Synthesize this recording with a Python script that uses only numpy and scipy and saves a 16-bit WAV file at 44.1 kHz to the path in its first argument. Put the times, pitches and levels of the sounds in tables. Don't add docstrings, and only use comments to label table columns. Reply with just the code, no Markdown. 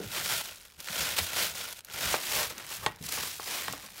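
import sys
import numpy as np
from scipy import signal
from scipy.io import wavfile
from scipy.ndimage import uniform_filter1d

SR = 44100
rng = np.random.default_rng(int(sys.argv[2]) if len(sys.argv) > 2 else 0)


def materialize(psi):
    bounded = np.clip(np.atleast_2d(psi).T, -1, 1)
    quanta = np.round(bounded * 32767).astype(np.int16)
    wavfile.write(sys.argv[1], SR, quanta)


N = 176400
TIME = np.arange(N) / SR
HALF_SECOND = SR // 2


def crinkle():
    # time_s, treble_db, middle_db
    loudness = [
        [(0.02, -52, -50), (0.036, -50, -48.5), (0.096, -48, -53), (0.1, -44.5, -49), (0.182, -34, -34),
         (0.19, -38.5, -40.5), (0.23, -38.5, -39.5)],
        [(0.24, -35.5, -48), (0.264, -36, -34), (0.272, -36.5, -43), (0.322, -32.5, -34), (0.38, -34.5, -43),
         (0.41, -38, -38), (0.435, -46, -54)],
        [(0.45, -41, -46.5), (0.516, -49.5, -49.5), (0.548, -52, -57.5), (0.646, -58.5, -62), (0.654, -52, -54),
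         (0.66, -57.5, -61), (0.775, -64, -71)],
        [(0.785, -62.5, -62), (0.799, -49.5, -48), (0.837, -50, -58.5), (0.879, -44, -45.5),
         (1.003, -33.5, -36.5), (1.137, -38, -40), (1.16, -44, -46.5)],
        [(1.166, -36, -39.5), (1.188, -27.5, -30), (1.208, -38.5, -39), (1.232, -35.5, -44.5),
         (1.32, -43, -42.5)],
        [(1.335, -39, -38), (1.345, -39.5, -40), (1.359, -36.5, -45), (1.365, -33.5, -32.5),
         (1.433, -31.5, -34), (1.517, -42.5, -48), (1.542, -50, -53)],
        [(1.552, -41, -44.5), (1.608, -40, -42.5), (1.734, -46, -50.5), (1.74, -53, -63), (1.794, -47.5, -52),
         (1.8, -77, -71), (1.82, -74, -88)],
        [(1.86, -63, -61.5), (1.91, -51, -47), (1.928, -46, -50), (1.934, -44.5, -45.5), (2.052, -33, -34.5),
         (2.068, -35.5, -37.5), (2.132, -32, -34.5)],
        [(2.19, -43.5, -40.5), (2.216, -40, -44.5), (2.37, -30.5, -34), (2.444, -34.5, -38),
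         (2.49, -45.5, -49.5), (2.506, -41.5, -44.5), (2.55, -53.5, -52)],
        [(2.59, -49, -42), (2.662, -50, -50.5), (2.704, -43, -49.5), (2.716, -41, -42.5), (2.758, -39, -47.5),
         (2.798, -50.5, -50), (2.845, -46.5, -49)],
        [(2.975, -68.5, -54.5), (3.021, -55, -64), (3.027, -52.5, -53), (3.065, -36, -50), (3.079, -49, -47),
         (3.091, -36.5, -43.5), (3.11, -41.5, -47.5)],
        [(3.13, -35.5, -39.5), (3.168, -36, -43), (3.176, -39.5, -37.5), (3.214, -37.5, -41.5),
         (3.23, -35.5, -40.5), (3.362, -44, -53), (3.385, -45, -58)],
        [(3.43, -44, -46), (3.446, -41.5, -54), (3.476, -39, -40.5), (3.55, -37, -38.5), (3.675, -42.5, -44.5)],
        [(3.785, -51.5, -49), (3.865, -49, -54.5), (3.889, -59, -50), (3.893, -52, -58), (3.951, -54, -55),
         (3.959, -49.5, -56), (4.0, -46, -46)],
    ]
    # pitch_hz, level_db
    film_tone = [(150,-8),(260,-9),(400,-6),(600,-4.5),(820,-3),(1050,-2.5),(1400,-2.5),(1700,-1.5),(2300,-0.5),(3400,-1.6),(5000,-2.5),(8500,-6.5),(13000,-7.5),(16000,-8.5)]
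    treble_db, middle_db = curves_over_time(loudness)
    full_pull_db, full_pull_clicks_per_s = -33, 9000
    chance = np.clip(full_pull_clicks_per_s * from_db(.8 * (treble_db - full_pull_db)) / SR, 1e-4, 1)
    happens = rng.random(N) < chance
    size_db = 2.5 * np.minimum(rng.exponential(1, N), 4.5)
    clump_db = 2.5 * drift(rate_hz=33)
    buckles = happens * from_db(size_db + clump_db) * rng.choice([-1, 1], N) / np.sqrt(chance)
    buckles /= np.sqrt(uniform_filter1d(buckles ** 2, size=1000) + 1e-2)
    out, power = np.zeros(N), 0
    for edges, hz in bands()[6:]:
        colour_db = 4.5 * np.clip(rng.standard_normal(N), -2, 2)
        clicks = rms_one(buckles * from_db(colour_db))
        shivering = from_db(.5) * shiver(clicks, fade_s=.01)
        sliding = .49 * rng.standard_normal(N)
        sheet = rms_one(filtered(clicks + shivering + sliding, edges, "band"))
        treble_share = at_hz([(1370, 0), (7100, 1)], hz)
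        level_db = treble_share * (treble_db + 2) + (1 - treble_share) * (middle_db + 4.5)
        gain = from_db(at_hz(film_tone, hz)) * np.sqrt(hz)
        out = gain * from_db(level_db) * sheet - out
        power += gain ** 2
    return out / np.sqrt(power)


def shiver(clicks, fade_s):
    energy_kept = from_db(-120 / (fade_s * SR))
    energy = signal.lfilter([1 - energy_kept], [1, -energy_kept], clicks ** 2 + 1e-18)
    return np.sqrt(energy) * rng.standard_normal(N)


def crease_snaps():
    # start_s, level_db, pitch_hz
    creases = [(.0355,-30,5000),(.128,-36,4000),(0.26,-17,3500),(.298,-18,2980),(.3235,-14,4440),(0.559,-33,6000),(0.615,-32.5,7000),(0.632,-39,7000),(.6535,-34.5,7000),(.674,-42,7040),(0.791,-34,7000),(0.805,-32,7000),(0.8035,-24.5,6000),(0.845,-26,5000),(0.886,-20,2000),(.917,-22,5000),(.947,-35,4000),(1.108,-26,4000),(1.169,-24,3500),(1.186,-32,3500),(1.333,-25,4000),(1.367,-32,2500),(1.3934,-16,3500),(1.425,-21,3000),(1.553,-28,6000),(1.727,-19.5,4900),(1.7905,-31,4900),(1.807,-28,3900),(1.8475,-27.5,12000),(1.8485,-24.5,9000),(1.937,-24,4960),(2.135,-18,4900),(2.581,-23,6000),(2.6665,-26.5,5970),(2.961,-32.5,4940),(3.026,-26.5,8000),(3.04,-26,6000),(3.123,-14,7000),(3.726,-17,5800),(3.7274,-24,7000),(3.779,-28,5500),(3.825,-34,5000),(3.98,-32,5000)]
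    out = np.zeros(N)
    for start_s, level_db, hz in creases:
        flutter = from_db(1.5) * fading_noise(fade_s=.012)
        snap = filtered(signal.unit_impulse(HALF_SECOND) + flutter, [hz / 2, hz * 2], "band", order=1)
        add(out, start_s, from_db(level_db - 1.5) * snap / np.abs(snap).max())
    return out


def ring_hollow(film):
    # pitch_hz, width_hz, boost_db
    resonances = [(302,52,-2.5),(585,160,3.5),(754,110,-2),(960,240,-0.5),(1200,200,-3),(1420,180,6.5),(1660,140,-1),(3330,1100,2)]
    tight = film
    for hz, width_hz, boost_db in resonances:
        b, a = signal.iirpeak(hz, hz / width_hz * from_db(boost_db / 2), fs=SR)
        tight = tight + (from_db(boost_db) - 1) * signal.lfilter(b, a, tight)
    slack_start_s, slack_length_s = 2, .19
    slack = np.clip((TIME - slack_start_s) / slack_length_s, 0, 1)
    return (1 - slack) * tight + slack * film


def knocks():
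    # start_s, level_db, brightness_hz, push_db
    hits = [(.181,-26,550,-40),(.299,-36,700,-30),(1.187,-26,550,-33),(2.142,-10.5,1400,-11),(2.1471,-18.5,2800,-30),(2.8629,-10,3530,-20),(2.8675,-15.5,1200,-16),(3.177,-22.5,1100,-27),(3.234,-30,1400,-32),(3.3974,-21.5,900,-39),(3.682,-18.5,2350,-29),(3.7353,-22.5,950,-25.5)]
    out = np.zeros(N)
    for start_s, level_db, brightness_hz, push_db in hits:
        click_and_rattle = signal.unit_impulse(HALF_SECOND) + fading_noise(fade_s=.013)
        crack = from_db(20) * filtered(click_and_rattle, 600, "high")
        boom = from_db(16) * filtered(fading_noise(fade_s=.096), [209, 320], "band")
        knock = filtered(crack + boom + plastic_ringing(), brightness_hz, "low")
        add(out, start_s, from_db(level_db) * knock - from_db(push_db) * wall_push())
    return out


def wall_push(pitch_hz=1000):
    from_peak_squared = (np.pi * (pitch_hz * TIME[:HALF_SECOND] - .7)) ** 2
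    return (1 - 2 * from_peak_squared) * np.exp(-np.minimum(from_peak_squared, 50))


def plastic_ringing():
    # pitch_hz, level_db, fade_s
    tones = [(267,-18,0.099),(454,-23,0.13),(625,-6.5,0.073),(833,0,0.021),(937,6,0.013),(1080,4.5,0.028),(1460,-14,0.041),(1570,3,0.023),(1900,-6,0.089),(2200,-22,0.064),(2470,-8,0.026),(3530,-29,0.032),(5300,-12,.03)]
    return sum((-1) ** k * from_db(level_db - 16 + rng.standard_normal()) * fading_tone(hz, fade_s)
               for k, (hz, level_db, fade_s) in enumerate(tones))


def pail_thuds(fade_s=.16, width_ratio=1.41):
    # start_s, level_db, pitch_hz
    bumps = [(.001,-34.5,411),(.003,-38.5,197),(0.025,-39.5,213),(0.056,-38,102),(.90,-42,175),(1.206,-35,74),(2.064,-35.5,57.5),(2.521,-46.5,239),(2.57,-52,248),(2.862,-37,113),(3.008,-36.5,162),(3.010,-48.5,396),(3.683,-40,119),(3.705,-42.5,200),(3.836,-51.5,205)]
    out = np.zeros(N)
    for start_s, level_db, hz in bumps:
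        hum = fading_tone(hz, fade_s)
        rumble = filtered(fading_noise(fade_s), [hz / width_ratio, hz * width_ratio], "band")
        thud = from_db(-3.5) * hum + from_db(-2.5) * np.std(hum) * rms_one(rumble)
        add(out, start_s, from_db(level_db) * thud)
    return out


def scrapes():
    # start_s, length_s, level_db
    strokes = [(2.268,0.23,-42.5),(2.499,0.017,-45),(2.705,0.017,-46.5),(2.812,.06,-46),(3.821,0.048,-56)]
    out = np.zeros(N)
    for start_s, length_s, level_db in strokes:
        swell = np.hanning(int(length_s * SR))
        ringing = plastic_ringing()
        grit = 2 * from_db(5.5) * signal.unit_impulse(HALF_SECOND)
        friction = swell * rng.standard_normal(len(swell))
        rub = signal.fftconvolve(friction, ringing / np.linalg.norm(ringing) + grit)
        rub = filtered(rub, [435, 1310], "band")
        add(out, start_s, from_db(level_db) * rub / np.std(rub[:len(swell)]))
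    return out


def flapping_air():
    # time_s, level_db
    flaps = [
        [(0.0, -58), (0.304, -52), (0.334, -48), (0.446, -65), (0.558, -67), (0.592, -82), (0.774, -74),
         (0.78, -54)],
        [(0.8, -59), (0.84, -84), (1.008, -44), (1.15, -54), (1.224, -46), (1.302, -62), (1.412, -50),
         (1.83, -73)],
        [(1.85, -76), (1.952, -50), (2.014, -58), (2.058, -45), (2.168, -51), (2.246, -65), (2.3, -58)],
        [(2.33, -55), (2.38, -44), (2.404, -54), (2.502, -55), (2.58, -69), (2.6, -60), (2.716, -67),
         (2.84, -46)],
        [(2.95, -71), (3.03, -51), (3.14, -58), (3.178, -46), (3.332, -60.5), (3.73, -60), (3.926, -63),
         (4.0, -84)],
    ]
    # pitch_hz, level_db
    air_tone = [(25,-30),(50,-5),(70,0.5),(110,-3),(170,-4),(300,-24.5)]
    level_db, = curves_over_time(flaps)
    return from_db(level_db + 1.5) * shaped_noise(air_tone)


def room_echo(sound):
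    # pitch_hz, fade_s
    echo_fades = [(100,0.96),(500,0.16),(1500,0.25),(4000,0.08),(12000,0.04)]
    tail = sum(filtered(fading_noise(at_hz(echo_fades, hz)), edges, "band") for edges, hz in bands())
    out = np.zeros(N)
    add(out, start_s=.005, sound=signal.fftconvolve(sound, tail)[:N])
    return out


def room_background():
    # pitch_hz, level_db
    room_tone = [(25,1),(60,3.5),(150,-9.5),(500,-14),(2000,-16.5),(4300,-24.5),(6000,-38),(15000,-49)]
    return from_db(-64.5) * shaped_noise(room_tone)


def from_db(db):
    return 10 ** (np.asarray(db) / 20)


def rms_one(sound):
    return sound / np.sqrt(np.mean(sound ** 2) + 1e-20)


def at_hz(points, hz):
    pitches, values = np.transpose(points)
    return np.interp(np.log(hz), np.log(pitches), values)


def curves_over_time(tables):
    rows = np.vstack(tables)
    times, *columns = rows[np.argsort(rows[:, 0])].T
    return [np.interp(TIME, times, column) for column in columns]


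def filtered(sound, hz, kind, order=2):
    sections = signal.butter(order, np.clip(hz, 10, SR / 2 - 100), kind, fs=SR, output="sos")
    return signal.sosfilt(sections, sound + 1e-18)


def drift(rate_hz):
    return rms_one(filtered(rng.standard_normal(N + SR), rate_hz, "low")[SR:])


def bands():
    edges = np.geomspace(22, 17500, 25)
    return [([low, high], np.sqrt(low * high)) for low, high in zip(edges, edges[1:])]


def shaped_noise(tone):
    return rms_one(sum(from_db(at_hz(tone, hz)) * filtered(rng.standard_normal(N), edges, "band")
                       for edges, hz in bands()))


def fading_noise(fade_s):
    burst = rng.standard_normal(HALF_SECOND) * from_db(-60 * TIME[:HALF_SECOND] / fade_s)
    return burst / np.linalg.norm(burst)


def fading_tone(hz, fade_s):
    t = TIME[:HALF_SECOND]
    return np.sin(2 * np.pi * hz * t) * from_db(-60 * t / fade_s)


def add(out, start_s, sound):
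    start = max(int(start_s * SR), 0)
    out[start:start + len(sound)] += sound[:N - start]


def scene():
    film = ring_hollow(crinkle() + crease_snaps())
    pail = knocks() + scrapes() + pail_thuds()
    air = flapping_air()
    echo = room_echo(from_db(-16.5) * film + from_db(-12) * pail)
    mono = film + pail + air + echo + room_background()
    return np.array([mono, mono])


def record(dry, lowest_hz=43, highest_hz=15750):
    treble_cut = signal.ellip(12, .1, 80, highest_hz, fs=SR, output="sos")
    return signal.sosfilt(treble_cut, filtered(dry, lowest_hz, "high"))


dry = scene()
out = record(dry)
materialize(out)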